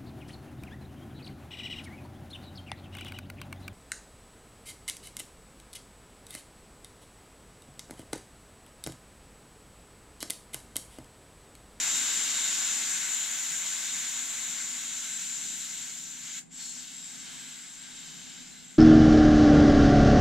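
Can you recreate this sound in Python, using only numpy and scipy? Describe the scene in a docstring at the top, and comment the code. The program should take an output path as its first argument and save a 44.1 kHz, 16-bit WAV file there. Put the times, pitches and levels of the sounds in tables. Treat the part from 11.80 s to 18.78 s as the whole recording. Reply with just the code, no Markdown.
"""Air escaping from a tire valve

A turbulent jet hisses in a garage doorway and fades as the pressure drops. The hollow wheel and the
valve stem filter its noise, the stem whistling faintly near 7 kHz. Cavities between hands and rim
resonate, and a finger briefly shuts the valve. A fan hums nearby; the walls add a short diffuse tail."""
import sys
import numpy as np
from scipy import signal
from scipy.fft import rfft, irfft, next_fast_len
from scipy.io import wavfile

SR = 44100
rng = np.random.default_rng(int(sys.argv[2]) if len(sys.argv) > 2 else 0)


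def digitize_waveform(pressure):
    """Quantize a signal to 16-bit integers and store it at the path in sys.argv[1].

    Rows of a 2-D input are taken as channels; values are limited to [-1, 1].
    """
    field = np.atleast_2d(pressure).T
    bounded = np.clip(field, -1, 1)
    quanta = np.round(bounded * 32767).astype(np.int16)
    wavfile.write(sys.argv[1], SR, quanta)


N = 307818
PADDED = next_fast_len(N + SR // 4)
TIME = np.arange(PADDED) / SR
HZ = np.maximum(np.arange(PADDED // 2 + 1) * SR / PADDED, 1)
GARAGE_T60_S = 0.16


def from_db(db):
    """Amplitude ratio of a level in decibels."""
    return 10 ** (np.asarray(db) / 20)


def rms_one(x):
    """Normalisation to unit mean power."""
    return x / np.sqrt(np.mean(x ** 2) + 1e-20)


def over_hz(points):
    """Interpolation of (f/Hz, value) points on a logarithmic frequency axis."""
    hz, value = np.transpose(points)
    return np.interp(np.log(HZ), np.log(np.maximum(hz, 1)), value)


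def over_time(points):
    """Linear interpolation of (t/s, value) points at every sample."""
    return np.interp(TIME, *np.transpose(points))


def lorentzian(hz, width):
    """Resonance curve of unit height, with its full width at half height in Hz."""
    return 1 / (1 + (2 * (HZ - hz) / width) ** 2)


def drift(rate_hz):
    """Random modulation: slow noise of unit rms from a two-pole low-pass."""
    step = 40
    pole = np.exp(-2 * np.pi * step * rate_hz / SR)
    white = rng.standard_normal(PADDED // step + 2002)
    slow = signal.lfilter([1], [1, -2 * pole, pole ** 2], white)[2000:]
    return np.interp(np.arange(PADDED) / step, np.arange(len(slow)), rms_one(slow))


def fan():
    """Fan noise: broadband rumble and narrow bands of hum, partly coherent in stereo, and a blade tone."""
    # rumble spectrum: f/Hz, relative level/dB
    rumble = [(12, -50), (20, -7.5), (60, -16.5), (107, -18), (127, -6), (155, -5), (195, -3.5), (274, -3),
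              (335, -8.5), (414, -11.5), (513, -15.5), (600, -15), (780, -8.5), (1050, -17.5), (1500, -120)]
    # likeness of left and right: f/Hz, correlation coefficient
    correlation = [(50, 0.46), (110, -0.17), (200, 0.16), (380, -0.51), (700, -0.71)]
    # bands of hum: f/Hz, width/Hz, level/dB
    hum = [(47.2, 3.7, -81.5), (169.7, 33, -70), (183, 6.7, -81.5), (250.7, 8.6, -71.5)]
    rumble_db, blade_db, blade_hz = -59, -65.5, 246.2
    mid, side = rfft(rng.standard_normal((2, PADDED)))
    alike = over_hz(correlation)
    pair = np.sqrt(1 + alike) * mid + np.sqrt(1 - alike) * side * np.array([[1], [-1]])
    out = rms_one(irfft(pair * from_db(over_hz(rumble)), PADDED))
    out *= from_db(rumble_db + 1.4 * drift(1.3))
    for hz, width, db in hum:
        out += from_db(db + 2.5 * drift(.8)) * rms_one(irfft(pair * lorentzian(hz, width), PADDED))
    blade = np.sqrt(2) * np.sin(2 * np.pi * blade_hz * TIME + .5 * drift(1.7))
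    out += from_db(blade_db + 1.1 * drift(3.1)) * blade
    return out[:, :N]


def with_tail(gain):
    """Exponential decay of reverberant energy: envelopes of direct sound, left tail and right tail."""
    decay = from_db(-120 / (GARAGE_T60_S * SR))
    power, _ = signal.lfilter([1 - decay], [1, -decay], gain ** 2, zi=[decay * gain[0] ** 2])
    return np.array([gain, np.sqrt(power), np.sqrt(power)])


def garage(source):
    """Superposition at two microphones: direct sound, wall echoes and a tail scattered by moving hands."""
    # reverberation: f/Hz, level/dB re the direct sound
    walls = [(350, -1), (800, 1), (1500, -1.5), (2800, -4.5), (3700, -5.5), (4200, -3), (5500, -1),
             (7200, -2), (8500, 8), (11000, 2), (13000, -3), (15000, 8)]
    # left minus right: f/Hz, level/dB
    balance = [(400, 1.5), (770, -1), (1500, -1), (4200, 0.5), (6000, 1.5), (6700, 1), (7200, 6), (7900, 2),
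               (9000, 1.5), (12000, 0.5), (15000, 5)]
    # lead of the left channel: f/Hz, phase/rad
    lead = [(1000, 0), (4200, -.3), (6600, -.6), (7300, .1), (8000, -1.2), (9400, -2.0), (10500, -1.0),
            (12000, -.4), (15200, -.7)]
    first_echo_s, echo_share = 0.0036, .32
    direct, *scattered = rfft(source)
    t = np.arange(SR // 2) / SR
    echoes = rng.standard_normal((2, len(t))) * from_db(-60 * t / GARAGE_T60_S) * (t > first_echo_s)
    echoes /= np.sqrt(np.mean(np.sum(echoes ** 2, axis=1)))
    tail = np.sqrt(echo_share) * direct * rfft(echoes, PADDED)
    tail += np.sqrt(1 - echo_share) * np.array(scattered)
    side, wet = np.array([[.5], [-.5]]), from_db(over_hz(walls))
    heard = (direct * np.exp(1j * side * over_hz(lead)) + wet * tail) / np.sqrt(1 + wet ** 2)
    return irfft(heard * from_db(side * over_hz(balance) + 1.0), PADDED)[:, :N]


def hand_cavities(hiss_gain):
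    """Cavity resonance between hands and rim: narrow bands of noise that glide as the fingers move."""
    # resonances: start t/s, end t/s, first f/Hz, last f/Hz, width/Hz, level/dB re the hiss
    cavities = [(-.3, .75, 7390, 7370, 130, 0), (4.1, 4.43, 7300, 7250, 200, -1),
                (4.44, 4.6, 6400, 6450, 500, 0), (4.8, 5.02, 6500, 6900, 700, -1),
                (6.2, 6.9, 6600, 6500, 400, -6), (-.3, 1.2, 3750, 3600, 320, -6),
                (1.1, 2.4, 9900, 9800, 150, -18), (1.85, 2.7, 3700, 3500, 200, -9),
                (2.6, 4.4, 10350, 10350, 150, -20), (2.8, 4.15, 4050, 3950, 150, -9),
                (3.1, 4.1, 7610, 7640, 110, 2), (4.43, 4.61, 2250, 2200, 200, -8),
                (4.46, 4.56, 3200, 3500, 400, -10), (4.22, 4.33, 3950, 4050, 150, -6),
                (1.6, 3.2, 2150, 2150, 200, -14), (4.76, 4.98, 5500, 5450, 250, -4),
                (5.0, 6.0, 3750, 3700, 200, -9), (4.9, 7.1, 4950, 4950, 600, -10),
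                (4.77, 4.96, 4300, 4250, 190, 1), (5.0, 5.42, 7620, 7500, 220, 2),
                (5.38, 5.75, 3120, 3120, 130, -4.5), (5.3, 6.9, 1600, 1600, 200, -12),
                (5.48, 5.92, 7950, 7760, 200, 1), (5.75, 7.2, 7520, 7440, 190, 2),
                (6.0, 6.68, 3720, 3800, 170, -6), (6.15, 6.65, 3100, 3050, 130, -4.5),
                (6.7, 6.84, 4100, 4080, 90, -3)]
    out = np.zeros(PADDED)
    for start, end, first_hz, last_hz, width, db in cavities:
        span = slice(max(int(start * SR), 0), min(int(end * SR), PADDED))
        swell = np.sin(np.pi * np.clip((TIME[span] - start) / (end - start), 0, 1)) ** .5
        white = rng.standard_normal((2, PADDED // 2))[:, :len(swell)]
        pole = np.exp(-np.pi * width / SR)
        baseband = signal.lfilter([1], [1, -2 * pole, pole ** 2], white[0] + 1j * white[1])
        phase = 2 * np.pi * np.cumsum(np.linspace(first_hz, last_hz, len(swell))) / SR
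        ring = rms_one(np.real(baseband * np.exp(1j * phase)))
        out[span] += from_db(db) * swell * hiss_gain[span] * ring
    return out


def wheel_and_stem():
    """Resonance and antiresonance of the hollow wheel and valve stem, as gain over frequency."""
    # broad shape of the jet's spectrum: f/Hz, relative level/dB
    colour = [(180, -33), (300, -20.5), (420, -27.5), (610, -24.5), (821, -18), (1000, -17), (1260, -17),
              (1560, -14), (2360, -12.5), (3570, -9.5), (5210, -13), (7140, -5), (7620, -6.5), (8560, -19),
              (11000, -24), (13100, -20), (15500, -31.5)]
    # peaks and notches: f/Hz, width/Hz, level change/dB
    resonances = [(1555, 280, 4.5), (1850, 150, -2), (2140, 260, 3.5), (2350, 150, -1.5), (3790, 140, 2),
                  (4150, 72, 3.5), (4315, 220, -4), (4450, 110, 2.5), (5050, 150, -1.5), (5510, 130, 1),
                  (6200, 100, 1), (6000, 150, -1.5), (6570, 120, 1.5), (8150, 100, 3), (8800, 120, -1.5),
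                  (9890, 130, 6), (10080, 150, -1.5), (10330, 140, 3), (13200, 700, 2.5), (6730, 110, -4),
                  (6950, 120, 2), (7200, 110, 2), (7290, 70, -2), (7430, 120, -1.5), (7620, 90, 2.5),
                  (7730, 80, -3), (7950, 130, -4), (8410, 70, 3), (9020, 130, 3.5)]
    lift_db = sum(db * lorentzian(hz, width) for hz, width, db in resonances)
    return from_db(over_hz(colour) + lift_db)


def finger_on_valve():
    """Throttling, in dB: a finger shuts the valve and holds it; it pops half open, then clears."""
    start_s, shutting_s, held_s, pop_s, opening_s = 4.59, 0.014, 0.09, 0.033, 0.089
    times = start_s + np.cumsum([0, shutting_s, held_s, pop_s, opening_s])
    return np.interp(TIME, times, [0, -27, -26, -8, 0])


def jet(flicker_db):
    """Turbulent noise, fading band by band with the pressure. Rows: direct, left tail, right tail."""
    # open jet: t/s, hiss level/dB, then level/dB controls for lower whistle, upper whistle, top air
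    course = [(0, -39, 6, 3, -9.5), (.4, -39.5, 3, 1.5, -11), (.8, -40.5, 6, 3.5, -10),
              (1.6, -43.5, 7, 3, -7.5), (2.1, -43.5, 6, 2.5, -9), (2.8, -45.5, 5, 3.5, -9.5),
              (3.6, -47, 5.5, 4.5, -10), (4.0, -47.5, 3.5, 1.5, -11), (4.25, -51, 4.5, 3.5, -11),
              (4.4, -51, 3, -1, -11.4), (4.47, -47, -1.5, -2, -14), (4.53, -49, 4.5, 0, -15),
              (4.59, -47, 3, 4, -12), (4.68, -47.5, 1, 1, -10), (4.741, -53, 3, 14, -6),
              (4.8, -49, -1, 9, -13), (4.88, -52.5, 8, 8, -10), (4.97, -51, 0, 5.5, -14),
              (5.1, -52.5, -1, -1, -12), (5.25, -53, -3, 6, -11), (5.4, -52.5, -2, 6, -13),
              (5.55, -51.5, -2, 2, -13), (5.75, -52.5, -3.5, 2, -12), (5.9, -55, -3, 7, -12),
              (6.1, -53, -5, 1, -16), (6.3, -53, -1, -2, -13), (6.6, -54, -3, -5, -16),
              (6.8, -57.5, -4, 2, -13), (6.98, -59, -2, 3, -14)]
    # control for the trough between the wheel's ring and the stem whistle: t/s, level/dB
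    trough = [(0, 0), (.9, 1.5), (1.4, -4), (1.9, 0), (2.3, -1), (2.9, -1.5), (3.3, -1.5), (4.3, -1.5),
              (4.5, 0.5), (4.9, 1.5), (5.3, 2), (6.0, -1), (6.5, 5), (6.98, -3)]
    # control for the mids near 2 kHz: t/s, level/dB
    mids = [(0, -1.5), (1, 0), (2.5, -0.5), (4.1, 1.5), (4.2, -1.5), (4.4, 0.5), (4.45, 1.5), (4.6, 3.5),
            (4.8, -1), (5, -0.5), (5.3, -2.5), (5.4, 1.5), (6, -1), (6.98, 0)]
    # weight of the mids control in each band
    mids_weights = [0, 0.028, 0.6, 0.17, 0, 0, 0.086, 0, 0, 0.19, 0]
    # crossovers between the bands: f/Hz
    edges = [450, 1300, 2600, 4300, 5600, 6800, 7350, 8000, 10200, 11800]
    # bands, low to high: level/dB re the hiss, level change/dB with the hands away,
    # then weights of pressure, trough, lower whistle, upper whistle, top air, finger
    bands = [(-27, -2.5, 0.69, .01, .01, .01, .01, .4), (-12.5, -3.5, 0.17, .01, 0.0091, .01, 0.0089, 0.51),
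             (-2, -3, 0.06, .01, 0.055, 0.0092, 0.019, 0.71),
             (-0.14, -0.5, 0.005, .05, 0.0078, 0.028, .01, 0.97), (-5, 0.5, .01, 0.61, .033, .2, .01, 1.03),
             (-1.05, 0.5, 0.012, 0.18, 0.41, 0.19, 0.0093, 1.14),
             (-.03, -0.4, .01, .01, 0.91, .01, .01, 0.91), (0.14, 0.5, .01, .01, .01, 0.74, .01, 0.91),
             (-2.5, -0.5, .01, .01, 0.081, 0.24, 0.25, 0.9), (-8.5, 1, 0.18, .01, .01, .01, 0.73, 1.1),
             (-3.5, 1, .01, .01, .01, .01, 0.91, 1.3)]
    times, *columns = np.transpose(course)
    hiss_db, *treble_db = [np.interp(TIME, times, column) for column in columns]
    pressure_db = hiss_db + 47  # about the mean level of the hiss
    hands_away = np.interp(TIME, [2.9, 3.7, 5.07, 5.35], [0, 1, 1, 0])
    finger_db, mids_db = finger_on_valve(), over_time(mids)
    controls = np.array([hands_away, pressure_db, over_time(trough), *treble_db, finger_db])
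    spectrum = rfft(rng.standard_normal((3, PADDED))) * wheel_and_stem()
    high_pass = [1] + [.5 + .5 * np.tanh((HZ / hz - 1) / 0.016) for hz in edges] + [0]
    out = np.zeros((3, PADDED))
    for k, (db, *weights) in enumerate(bands):
        band = rms_one(irfft(spectrum * (high_pass[k] - high_pass[k + 1]), PADDED))
        band_db = hiss_db + db + np.dot(weights, controls) + mids_weights[k] * mids_db
        out += band * with_tail(from_db(band_db + flicker_db * drift(10.8)))
    out[0] += hand_cavities(from_db(hiss_db + finger_db))
    return out


def scene():
    """Superposition of independent sources: the jet in the garage and the fan."""
    return garage(jet(flicker_db=0.84)) + fan()


def record(dry):
    """Band limiting by a steep elliptic low-pass."""
    cutoff_hz = 15720
    return signal.sosfilt(signal.ellip(12, .5, 70, cutoff_hz, fs=SR, output="sos"), dry)


dry = scene()
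out = record(dry)
digitize_waveform(out)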